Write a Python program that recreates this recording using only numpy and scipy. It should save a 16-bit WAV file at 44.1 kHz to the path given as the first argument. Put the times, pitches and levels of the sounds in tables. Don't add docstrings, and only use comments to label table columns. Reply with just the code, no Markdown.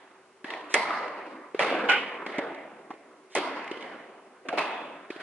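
import sys
import numpy as np
from scipy import signal
from scipy.fft import rfft, irfft, next_fast_len
from scipy.io import wavfile
from scipy.ndimage import uniform_filter1d

SR = 44100
rng = np.random.default_rng(int(sys.argv[2]) if len(sys.argv) > 2 else 0)


def voltage_ratio(level):
    return 10 ** (np.asarray(level, float) / 20)


def file_out(sig):
    cols = np.atleast_2d(sig).T
    lim = np.clip(cols, -1, 1)
    pcm = np.round(lim * 32767).astype(np.int16)
    wavfile.write(sys.argv[1], SR, pcm)


N = 230363
TIME = np.arange(N) / SR
SIZE = next_fast_len(N)
FREQ = np.maximum(np.fft.rfftfreq(SIZE, 1 / SR), 1)
POP_SAMPLES, POP_LEAD_S = 2048, .001
HOLLOW_HZ = 290
STROKE_ECHO_MS, KNOCK_MS = 3.9, 3.6


def at(table, hz, axis=1):
    rows = np.array(table, float)
    return np.interp(np.log(hz), np.log(rows[:, 0]), rows[:, axis])


def band(x, hz, width_hz):
    return signal.lfilter(*signal.iirpeak(hz, hz / width_hz, fs=SR), x)


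def steep(x, hz, width_hz):
    y = band(band(x, hz, width_hz), hz, width_hz)
    return y / np.sqrt(np.mean(y ** 2))


def peak(x, db):
    return x * voltage_ratio(db) / np.abs(x).max()


def pair(mid, side, hz):
    # [f/Hz, likeness 0-1]
    likeness = [(60, 0.7), (125, .99), (250, 1), (500, 0.96), (1000, 0.76), (2000, 0.76), (4000, 0.18),
                (8000, 0.07)]
    c = np.clip(at(likeness, hz), 0, 1)
    return np.sqrt((1 + c) / 2) * mid + np.sqrt((1 - c) / 2) * side * np.array([[1], [-1]])


def walk(rate_hz):
    hold = int(SR / rate_hz)
    steps = np.repeat(rng.standard_normal(N // hold + 1), hold)
    return 0.98 * uniform_filter1d(uniform_filter1d(steps, hold), hold)[:N]


def air():
    # [f/Hz, level/dB per Hz]
    air_spectrum = [(24, -84), (40, -44.5), (98, -25), (417, -9.5), (529, -11), (1100, -11.5),
                    (1500, -17.5), (2650, -21.5), (3440, -25.5), (10500, -30.5), (11500, -40.5),
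                    (15000, -76), (22000, -120)]
    # [f/Hz, width/Hz, level/dB]
    duct = (380, 33, -63)
    mid, side = rfft(rng.standard_normal((2, SIZE))) * voltage_ratio(at(air_spectrum, FREQ))
    hiss = irfft(pair(mid, side, FREQ), SIZE)[:, :N]
    duct_hz, duct_width_hz, duct_db = duct
    drone = steep(rng.standard_normal(N), duct_hz, duct_width_hz) * voltage_ratio(duct_db + 1.0 * walk(5.28))
    return hiss * voltage_ratio(-61.5) / np.std(hiss) + drone


def hall():
    # [t/s, near surfaces/dB, far walls/dB, bass/dB, treble/dB]
    tails = [(-.6, -60, -29.5, -7.5, 10), (0.442, -45, -39.5, -1, 2.5), (0.74, -20, -29, -5, -0.5),
             (1.26, -73, -58.5, 14.5, 12), (1.545, -42.5, -43, 0, 1.5), (1.595, -19, -27, -0.5, 2),
             (1.889, -18, -32, -26, -4), (2.261, -36.5, -38.5, 1, 0.5), (2.381, -34, -42, 4, -3),
             (2.903, -50, -53.5, -0.5, -8), (3.351, -22.5, -34, -0.5, 2.5), (3.713, -56, -50.5, 6, 7),
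             (3.799, -55, -40, -1, -0.5), (4.452, -46.5, -63, 8, -6), (4.487, -34.5, -45.5, -3.5, -2),
             (4.53, -31, -42.5, 4, -4), (4.575, -21.5, -36, -3.5, 3.5), (5.101, -46, -47, -1.5, 7),
             (5.2, -41, -52, -8, 8)]
    # [f/Hz, colour/dB, reverberation/s]
    room = [(80, -40, 1.2), (160, -19, 2.45), (305, -4.5, 2.15), (690, -3, 1.69), (1160, -8, 1.8),
            (1480, -10.5, 1.77), (2200, -13, 1.47), (2910, -16.5, 1.02), (3460, -19.5, 1.14),
            (4840, -27, 0.93), (5470, -33, 0.89), (8000, -41, 1.1), (11000, -43, 0.73)]
    near_t60_s = 0.32
    echoes = rfft(rng.standard_normal((2, N)) * voltage_ratio(1.5 * walk(150)), SIZE) * voltage_ratio(at(room, FREQ))
    lumps_db = walk(24.77)
    coarse_s = TIME[::32]
    s, near_db, far_db, bass_db, treble_db = np.array(tails).T[:, :, None]
    fill_s = .09 + .003 * (near_db + 40)
    t = np.maximum(coarse_s - s, 0)
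    out = 0
    for hz in 70 * 2 ** np.arange(0, 7.4, .4):
        t60_s = at(room, hz, axis=2)
        octave = np.log2(hz / 1000)
        body = np.interp(octave, [1.3, 2.3], [1, .3])
        fill = np.maximum(fill_s * body, .01)
        tilt_db = bass_db * np.clip(-octave, 0, 1) + treble_db * np.clip(octave - 1, 0, 1)
        near = voltage_ratio(near_db + tilt_db - 60 * t / min(near_t60_s, t60_s)) * (1 - np.exp(-t / 0.0038))
        far = voltage_ratio(far_db + tilt_db - 60 * np.maximum(t - fill, 0) / t60_s)
        far = far * np.clip(t / fill, 0, 1) ** 0.56
        size = np.interp(TIME, coarse_s, np.sqrt(np.sum(near ** 2 + far ** 2, axis=0)))
        window = np.cos(np.pi / 2 * np.clip(np.log2(FREQ / hz) / .4, -1, 1)) ** 2
        mid, side = irfft(echoes * window, SIZE)[:, :N]
        level_db = 15.0 + body * (0.4 * lumps_db + 3.3 * walk(12))
        out = out + voltage_ratio(level_db) * size * pair(mid, side, hz)
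    return out


def bounces():
    # [t/s, ring/dB, ring f/Hz, thump/dB, echoes/dB]
    court_hits = [
        (0.4438, -27.5, 1700, -29, -14),
        (1.5466, -31, 1306, -19, -6),
        (2.2636, -25, 2120, -30.5, -1),
        (3.7135, -28.5, 2900, -23, -2),
        (4.4868, -20, 1550, -28.5, -9),
        (5.1036, -28.5, 2370, -24, -2),
    ]
    # [delay/s, ring/dB, thump/dB]
    side_walls = [(.058, -6, -6), (.096, -6, -14)]
    crack_db, contact_ms = -24, 5.8
    rows = []
    for s, ring_db, hz, thump_db, echo_db in court_hits:
        thump_hz = HOLLOW_HZ + 11 * (thump_db + 30)
        for lag_s, ring_change, thump_change in [(0, 0, 0)] + side_walls:
            extra_db = echo_db * (lag_s > 0)
            ring = ring_db + ring_change + extra_db
            thump = thump_db + thump_change + extra_db
            rows.append((s + lag_s, ring, ring + crack_db, hz, contact_ms, thump, thump_hz))
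    return rows


def rings():
    ring_starts = (.445, .503, .742, .85, 1.0, 1.594, 1.888, 2.39, 2.905, 3.354, 3.42, 3.715, 4.576, 4.72)
    # [f/Hz, width/Hz, level/dB, reverberation/s]
    ring_tones = [
        [(1856, 140, -47, 2.0)],
        [(3600, 1600, -52, 0.9), (1004, 230, -45.5, 2.1)],
        [(2082, 200, -32, 0.8), (993, 220, -35, 1.8), (4340, 1600, -41, 1.1), (8500, 4400, -49, 0.64)],
        [(1200, 250, -33, 1.12)],
        [(560, 200, -41, 1.5)],
        [(481, 150, -31, 1.3), (824, 220, -32.5, 0.82), (2000, 1200, -37, 1.0), (8000, 3700, -58, 0.33)],
        [(807, 65, -21.5, 0.22), (1480, 190, -22.5, 0.34), (2300, 800, -28, 0.65), (2950, 300, -30, 0.6)],
        [(656, 180, -45, 1.25)],
        [(900, 700, -37, 0.12)],
        [(2114, 220, -45, 1.9), (4500, 1500, -48.5, 1.4), (8900, 4400, -55, 0.63)],
        [(1000, 500, -35.5, 1.42)],
        [(3020, 210, -55, 1.43)],
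        [(2590, 200, -36.5, 0.8), (950, 500, -31.5, 1.1)],
        [(3400, 400, -51, 0.91), (2560, 240, -53, 1.0)],
    ]
    out, t = np.zeros((2, N + SR)), np.arange(SR) / SR
    broken = voltage_ratio(2.5 * walk(40))
    for s, tones in zip(ring_starts, ring_tones):
        i = int(s * SR)
        for hz, width_hz, db, t60_s in tones:
            mid, side = steep(rng.standard_normal((2, SR)), hz, max(width_hz, hz / 13))
            size = voltage_ratio(db - 60 * t / t60_s) * (1 - np.exp(-t / 0.001)) * (1 - t ** 4)
            out[:, i:i + SR] += size * pair(mid, side, hz)
    return out[:, :N] * broken


def knocks():
    # [t/s, ring/dB, ring f/Hz, thump/dB, thump f/Hz]
    floor_knocks = [(0.4912, -50, 1860, -36, 353), (0.5377, -27, 2100, -35, 910),
                    (0.9063, -36, 1270, -21, 1250), (2.384, -22, 890, -18.5, 280),
                    (2.3904, -28, 2160, -20, 677), (2.9046, -43, 1000, -30.5, 305),
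                    (2.911, -44, 1100, -33, 800), (2.939, -46, 900, -38.5, 400),
                    (4.451, -50, 900, -40, 530), (4.528, -31, 900, -20, 740),
                    (4.536, -38, 2400, -21.5, 505)]
    return [(s, ring_db, ring_db - 36, hz, KNOCK_MS, thump_db, thump_hz)
            for s, ring_db, hz, thump_db, thump_hz in floor_knocks]


def ticks():
    # [t/s, ring/dB, ring f/Hz]
    light_ticks = [(0.5043, -21.5, 1880), (0.6104, -40, 2800), (1.0809, -32, 1200), (1.2664, -44, 970),
                   (2.5468, -35.5, 910), (3.6439, -31, 1900), (3.6778, -31, 2300), (3.826, -34, 3000),
                   (4.488, -28, 2750)]
    return [(s, ring_db, ring_db - 34, hz, KNOCK_MS, -80, HOLLOW_HZ) for s, ring_db, hz in light_ticks]


def swings():
    # [swell/s, level/dB]
    racket_swings = [
        (.05, -46.5),
        (.055, -54.5),
    ]
    contacts = (.742, 3.353)
    swell = np.zeros(N)
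    for (rise_s, db), s in zip(racket_swings, contacts):
        swell += voltage_ratio(db) * np.clip(1 + (TIME - s) / rise_s, 0, 1) ** 0.67 * (TIME < s)
    low = steep(rng.standard_normal(N), 2200, 1700)
    high = steep(rng.standard_normal(N), 3600, 5300)
    return swell * (low + voltage_ratio(-0.5) * high)


def strokes(hits, roof, walls, early, contact_ms):
    wall_step, wall_fade_db = .197, -3
    rows = []
    for hit, beams, wall in zip(hits, roof, walls):
        s, ring_db, crack_db, thump_db, thump_hz = hit
        rows.append((s, ring_db, crack_db, 2000, contact_ms, thump_db, thump_hz))
        up_db, low_db, fade_db, ratio = beams
        for k, (lag_s, hz, low_hz) in enumerate(early):
            echo_db = up_db + k * fade_db
            echo_crack_db = max(crack_db - ring_db, -24) + echo_db - 6
            rows.append((s + lag_s, echo_db, echo_crack_db, ratio * hz, STROKE_ECHO_MS,
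                         low_db + k * fade_db, low_hz))
        first_s, wall_db, dull_db = wall
        for k in range(3):
            lost_db = k * wall_fade_db
            rows.append((s + first_s * (1 + k * wall_step), wall_db + lost_db, wall_db - 28, 1200,
                         STROKE_ECHO_MS, dull_db + lost_db, 680))
    return rows


def near_strokes():
    # [t/s, ring/dB, crack/dB, thump/dB, thump f/Hz]
    near_hits = [
        (0.7416, -8, -11, -19.5, 398),
        (3.3516, -22.5, -19, -21, 700),
    ]
    # [ring/dB, thump/dB, change per echo/dB, pitch ratio]
    near_roof = [(-22, -21, -8, 1.0), (-23, -18.5, -1, 1.05)]
    # [first delay/s, ring/dB, thump/dB]
    near_walls = [(.165, -32, -26), (.1215, -33, -27)]
    # [delay/s, ring f/Hz, thump f/Hz]
    near_early = [(.012, 2150, 470), (.021, 2080, 540), (.033, 1500, 370)]
    return strokes(near_hits, near_roof, near_walls, near_early, 6.2)


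def far_strokes():
    # [t/s, ring/dB, crack/dB, thump/dB, thump f/Hz]
    far_hits = [
        (1.5933, -11.5, -46, -17, 567),
        (1.887, -22, -50, -22, 813),
        (4.5742, -28, -37, -26, 880),
    ]
    # [ring/dB, thump/dB, change per echo/dB, pitch ratio]
    far_roof = [(-17, -23, -.5, .85), (-14, -25, -1, 1.1), (-18.5, -24, -3.5, 1.05)]
    # [first delay/s, ring/dB, thump/dB]
    far_walls = [(.131, -30, -19), (.078, -33, -45), (.169, -40, -38)]
    # [delay/s, ring f/Hz, thump f/Hz]
    far_early = [(.009, 2200, 700), (.017, 1400, 600), (.031, 2250, 470), (.038, 1350, 600),
                 (.053, 1500, 420)]
    return strokes(far_hits, far_roof, far_walls, far_early, 3.3)


def arrivals():
    return near_strokes() + far_strokes() + bounces() + knocks() + ticks()


def pops():
    # [f/Hz, width/Hz, level/dB]
    shell_modes = [(1200, 167, 2), (2047, 610, 8), (2880, 230, -11)]
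    out, t = np.zeros((2, N + POP_SAMPLES)), np.arange(POP_SAMPLES) / SR
    felts = rng.standard_normal((55, 4, POP_SAMPLES))
    for k, (s, ring_db, crack_db, hz, contact_ms, _, _) in enumerate(arrivals()):
        u = t / max(contact_ms, .5) * 1000
        noise = felts[k % len(felts)]
        burst = noise[:2] * u ** 0.76 * np.exp(-1.8 * u)
        modes = sum(voltage_ratio(db) * band(burst, f, w) for f, w, db in shell_modes)
        ring = band(burst, hz, .2 * hz) + voltage_ratio(-14) * modes
        ring = band(ring, 1670, 3100)
        crack = steep(noise[2:] * u ** 0.21 * np.exp(-1.6 * u), 5700, 7000)
        i = int((s - POP_LEAD_S) * SR)
        spot = out[:, i:i + POP_SAMPLES]
        spot += pair(peak(ring[0], ring_db - 2.0), peak(ring[1], ring_db - 5.0), 2000)
        spot += pair(peak(crack[0], crack_db - 3.5), peak(crack[1], crack_db - 3.0), 3000)
    return out[:, :N]


def thumps():
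    out, t = np.zeros(N + POP_SAMPLES), np.arange(POP_SAMPLES) / SR
    thump_ms, bass_cut_hz = 4.1, 180
    u = t / thump_ms * 1000
    for s, *_, db, hz in arrivals():
        i = int((s - POP_LEAD_S) * SR)
        cycles = np.sin(2 * np.pi * hz * t) * u ** 1.47 * np.exp(-2.5 * u)
        out[i:i + POP_SAMPLES] += peak(cycles, db - 1.5)
    return signal.sosfilt(signal.butter(2, bass_cut_hz, "high", fs=SR, output="sos"), out[:N])


def scene():
    return air() + hall() + rings() + swings() + pops() + thumps()


def band_limit(x):
    return signal.sosfilt(signal.butter(12, 11910, fs=SR, output="sos"), x)


def record(dry):
    # [f/Hz, width/Hz, boost/dB]
    housing = [(1200, 940, 0.5), (2076, 260, 2), (2540, 300, 2), (7260, 250, -4.5)]
    # [f/Hz, left lead/rad]
    port_phase = [(0, 0), (350, .2), (1000, .3), (1700, .1), (3100, 0), (4400, -3), (5400, -3.2),
                  (7200, -4.6), (11500, -5.2)]
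    top_hz, right_db = 11040, 1.33
    x = dry + sum((voltage_ratio(db) - 1) * band(dry, hz, w) for hz, w, db in housing)
    hz, lead_rad = np.transpose(port_phase)
    right = voltage_ratio(right_db * np.clip(FREQ / 2000, 0, 1)) * np.exp(-1j * np.interp(FREQ, hz, lead_rad))
    cut = np.clip((top_hz - FREQ) / 60, voltage_ratio(-45), 1)
    ports = np.array([np.ones_like(right), right])
    mix = irfft(rfft(x, SIZE) * ports * cut, SIZE)[:, :N]
    return band_limit(mix)


dry = scene()
out = record(dry)
file_out(out)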